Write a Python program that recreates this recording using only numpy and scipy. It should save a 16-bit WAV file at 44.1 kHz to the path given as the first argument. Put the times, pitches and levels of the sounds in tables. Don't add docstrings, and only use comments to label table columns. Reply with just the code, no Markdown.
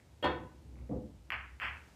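import sys
import numpy as np
from scipy import signal
from scipy.fft import rfft, irfft
from scipy.io import wavfile

SR = 44100
rng = np.random.default_rng(int(sys.argv[2]) if len(sys.argv) > 2 else 0)


def unload_audio(sound):
    columns = np.transpose(np.atleast_2d(sound))
    steps = np.round(np.clip(columns, -1, 1) * 32767)
    wavfile.write(sys.argv[1], SR, steps.astype(np.int16))


def gain_from_decibels(decibels):
    exponent = np.asarray(decibels, float) / 20
    return 10 ** exponent


N = 85995
PULSE_CENTRE_S = .005


def ball_clicks():
    # contact in seconds, peak in dB, room tail in dB, hold of the tail in seconds.
    clicks = [
        (1.3044, -19, -9, 0.0067),
        (1.6004, -26.5, -5.5, 0.064),
    ]
    # arrival in seconds, peak in dB.
    wall_echoes = [(1.3206, -21), (1.3252, -28), (1.3335, -30), (1.3645, -32), (1.6165, -30), (1.621, -33),
                   (1.6335, -36), (1.6505, -27), (1.6662, -27), (1.6828, -29), (1.6965, -34), (1.733, -37)]
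    direct_low_hz, wall_dull_hz = 1180, 7100

    echoes = sum(impulse(s - PULSE_CENTRE_S, db) for s, db in wall_echoes)
    sharp = cut(echoes, wall_dull_hz, "low")
    tails = 0
    for s, db, tail_db, hold_s in clicks:
        contact = impulse(s - PULSE_CENTRE_S, db)
        sharp = sharp + contact
        tails = tails + room(contact, tail_db, hold_s)
    thinned = cut_both_ways(sharp, direct_low_hz, "high", order=1)
    return signal.fftconvolve(thinned + tails, ball_pulse())[:N]


def ball_pulse():
    contact_s = .000395
    low_hz, high_hz, lobes_db = 940, 3340, -25.5
    ring_hz, ring_db, ring_t60_s = 13300, -28, .0035

    t = np.arange(1000) / SR - PULSE_CENTRE_S
    force = np.cos(np.pi * np.clip(t / contact_s, -.5, .5))
    slope = cut_both_ways(np.gradient(force), low_hz, "high", order=1)
    pulse = cut_both_ways(slope, high_hz, "low", order=4) + gain_from_decibels(lobes_db) * slope
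    ring_start = np.arange(1000) == 205
    shell = ring(gain_from_decibels(ring_db) * ring_start, ring_hz, ring_t60_s)
    return -pulse / abs(pulse).max() + shell


def cue():
    # frequency in Hz, level in dB.
    shaft_modes = [(280, -23), (360, 2.5), (506, 2.5), (600, -1), (764, -2), (894, -4), (1000, 2.5),
                   (1265, -15.5), (1491, -8.5), (1795, -10.5), (2234, -12.5), (2580, -14.5), (3286, -7),
                   (3770, -20)]
    # frequency in Hz, level in dB, T60 in seconds.
    held_modes = [(512.5, 2.5, 0.42), (581, 3.5, 0.23), (973, -9, 0.2), (1491, -9, 0.51), (1810, -5, 0.38),
                  (2900, 0.5, 0.083), (3240, 7.5, 0.094)]
    strike_s, ring_t60_s, rise_s = .2256, .07, 0.014
    shaft_db, held_db, near_db = -40, -33, -4
    knock_db, knock_hz = -2, (260, 1390)
    crack_db, crack_hz = -17, (2300, 4600)
    tick_db, top_hz = -46.5, 4350

    shaft = sum(ring(impulse(strike_s, shaft_db + db), hz, ring_t60_s) for hz, db in shaft_modes)
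    knock = cut(impulse(strike_s, knock_db), knock_hz, "band")
    crack = cut(impulse(strike_s + 0.001084, crack_db), crack_hz, "band")
    body = cut(shaft + knock - crack, top_hz, "low", order=8)

    held = sum(ring(impulse(strike_s, held_db + db), hz, t60) for hz, db, t60 in held_modes)
    since_strike = np.maximum(np.arange(N) / SR - strike_s, 0)
    swell = 1 - np.exp(-since_strike / rise_s)

    touches = impulse(strike_s - .0003, tick_db) + impulse(strike_s + 0.001, tick_db + 4.5)
    tick = cut(touches, 3000, "high")

    near = gain_from_decibels(near_db) * cut(body, 1700, "high", order=1) * np.minimum(swell * 6, 1)
    body_room = room(body, -7.5, 0.029) + room(body, -5.5, 0.022)
    tick_room = room(cut(tick, 5300, "low", order=1), 6, 0.022)
    return near + swell * held + tick + body_room + tick_room


def cushion():
    # frequency in Hz, level in dB.
    rail_modes = [(133, -0.5), (221, 3.5), (295, 3.5), (328, 2.5), (425, -1), (500, 6), (592, -0.5),
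                  (700, -3), (830, -3), (1100, -15.5)]
    hit_s, hit_db, soft_hz, ring_t60_s = .894, -23.5, 604, .09

    push = cut(impulse(hit_s, hit_db), soft_hz, "low")
    rail = sum(gain_from_decibels(db) * ring(push, hz, ring_t60_s) for hz, db in rail_modes)
    body = gain_from_decibels(-23) * rail + gain_from_decibels(-38) * push
    return gain_from_decibels(-10) * body + room(body, -3.5, 0.01)


def rolling():
    # time in seconds, slate in dB, cloth in dB against the slate.
    roll_levels = [(0.0, -71.5, 10), (0.048, -61, -1), (0.216, -57, -11), (0.248, -56, -13),
                   (0.33, -54.5, 6.5), (0.396, -59.5, 10), (0.428, -54, 9.5), (0.516, -61, 2),
                   (0.836, -46.5, -5.5), (0.884, -57, -1), (0.96, -45.5, 9.5), (1.02, -54.5, 5),
                   (1.216, -54.5, -18), (1.308, -60.5, 3.5), (1.394, -50, -12), (1.612, -58.5, -26),
                   (1.644, -51, -1), (1.95, -66.5, -29)]
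    # frequency in Hz, width in Hz, level in dB.
    cloth_modes = [(118.6, 74, -5), (237, 18, -11.5), (305, 112, -10), (512, 150, -20.5)]
    slate_hz, wander_hz, rough_width_hz, rough_db = 66, 4.9, 46, -5

    slate_db, cloth_db = in_time(roll_levels)
    cloth = sum(gain_from_decibels(db) * hum(hz, width_hz) for hz, width_hz, db in cloth_modes)
    drift = np.interp(np.arange(N) / SR, np.arange(30) / 12, rng.standard_normal(30))
    pitch_hz = slate_hz + wander_hz * rms_one(drift)
    tone = np.sqrt(2) * np.sin(2 * np.pi * np.cumsum(pitch_hz) / SR)
    rough = gain_from_decibels(rough_db) * hum(slate_hz, rough_width_hz)
    return gain_from_decibels(slate_db) * (tone + rough + gain_from_decibels(cloth_db) * cloth)


def ticks():
    # time in seconds, level in dB, pitch in Hz.
    faint_ticks = [
        (.001, -56.5, 1990),
        (.757, -58, 2210),
        (.768, -53, 940),
        (.79, -58.5, 2240),
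        (.893, -58.5, 1880),
    ]
    direct = sum(gain_from_decibels(db) * wavelet(s, hz, 0.00042) for s, db, hz in faint_ticks)
    return direct + room(direct, -13, 0.014)


def air():
    # frequency in Hz, level in dB per Hz.
    floor_spectrum = [(18, -23), (30, -10), (90, -8.5), (336, -23), (961, -28), (1100, -32.5), (7460, -40),
                      (14800, -50.5), (16000, -75)]
    # time in seconds, level in dB.
    floor_gain = [(0, -2), (.5, -1.5), (1.2, -2.5), (1.55, -1), (1.7, 1.5), (1.95, 2)]
    floor_db = -61

    hz = np.arange(N // 2 + 1) * SR / N
    spectrum = rfft(rng.standard_normal(N)) * gain_from_decibels(at_hz(floor_spectrum, hz))
    return gain_from_decibels(floor_db + in_time(floor_gain)[0]) * rms_one(irfft(spectrum, N))


def room(x, db, hold_s):
    # frequency in Hz, T60 in seconds.
    room_decay = [(150, 0.61), (500, 0.43), (1500, 0.47), (4000, 0.34), (10000, 0.1)]
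    echoes_per_s, far_wall_s, early_db = 2500, .0157, -9

    t = np.arange(SR) / SR
    crowding = 1 + 30 * t
    hits = rng.random(SR) < echoes_per_s * crowding / SR
    echoes = rng.standard_normal(SR) * hits / np.sqrt(crowding)
    echoes = echoes * gain_from_decibels(early_db * (t < far_wall_s)) * (t > .001) / np.sqrt(echoes_per_s / 1000)

    octave = np.log2(np.arange(SR // 2 + 1) + 1.)
    spectrum, tail = rfft(echoes), 0
    for k in range(5, 16):
        band = irfft(spectrum * np.clip(1 - abs(octave - k), 0, 1), SR)
        dying_s = np.maximum(t - hold_s * (k < 14), 0)
        tail = tail + band * gain_from_decibels(-60 * dying_s / at_hz(room_decay, 2. ** k))
    fade_in = np.minimum(t / 0.00069, 1)
    return gain_from_decibels(db) * signal.fftconvolve(x, tail * fade_in)[:N]


def impulse(s, db):
    out = np.full(N, 1e-18)
    out[int(np.clip(s * SR, 0, N - 1))] = gain_from_decibels(db)
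    return out


def ring(x, hz, t60):
    r, w = gain_from_decibels(-60 / (t60 * SR)), 2 * np.pi * hz / SR
    return signal.lfilter([0, np.sin(w)], [1, -2 * r * np.cos(w), r * r], x)


def wavelet(s, hz, width_s):
    t = np.arange(N) / SR - s
    return -np.cos(2 * np.pi * hz * t) * np.exp(-.5 * (t / width_s) ** 2)


def hum(hz, width_hz):
    r, x = np.exp(-np.pi * width_hz / SR), rng.standard_normal(N + SR)
    for _ in range(2):
        x = signal.lfilter([1, 0, -1], [1, -2 * r * np.cos(2 * np.pi * hz / SR), r * r], x)
    return rms_one(x[SR:])


def cut(x, hz, kind, order=2):
    return signal.sosfilt(signal.butter(order, hz, kind, fs=SR, output="sos"), x)


def cut_both_ways(x, hz, kind, order):
    return signal.sosfiltfilt(signal.butter(order, hz, kind, fs=SR, output="sos"), x)


def rms_one(x):
    return x / np.sqrt(np.mean(x ** 2) + 1e-20)


def in_time(rows):
    s, *columns = np.transpose(rows)
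    return [np.interp(np.arange(N) / SR, s, c) for c in columns]


def at_hz(points, hz):
    table_hz, values = np.transpose(points)
    return np.interp(np.log(hz + 1), np.log(table_hz), values)


def scene():
    return (ball_clicks() + cue() + cushion() + ticks() + rolling() + air())[None]


def roll_off(x):
    return signal.sosfilt(signal.butter(12, 16130, fs=SR, output="sos"), x)


def record(dry):
    mix = cut(dry, 54.6, "high", order=6)
    return roll_off(mix)


dry = scene()
out = record(dry)
unload_audio(out)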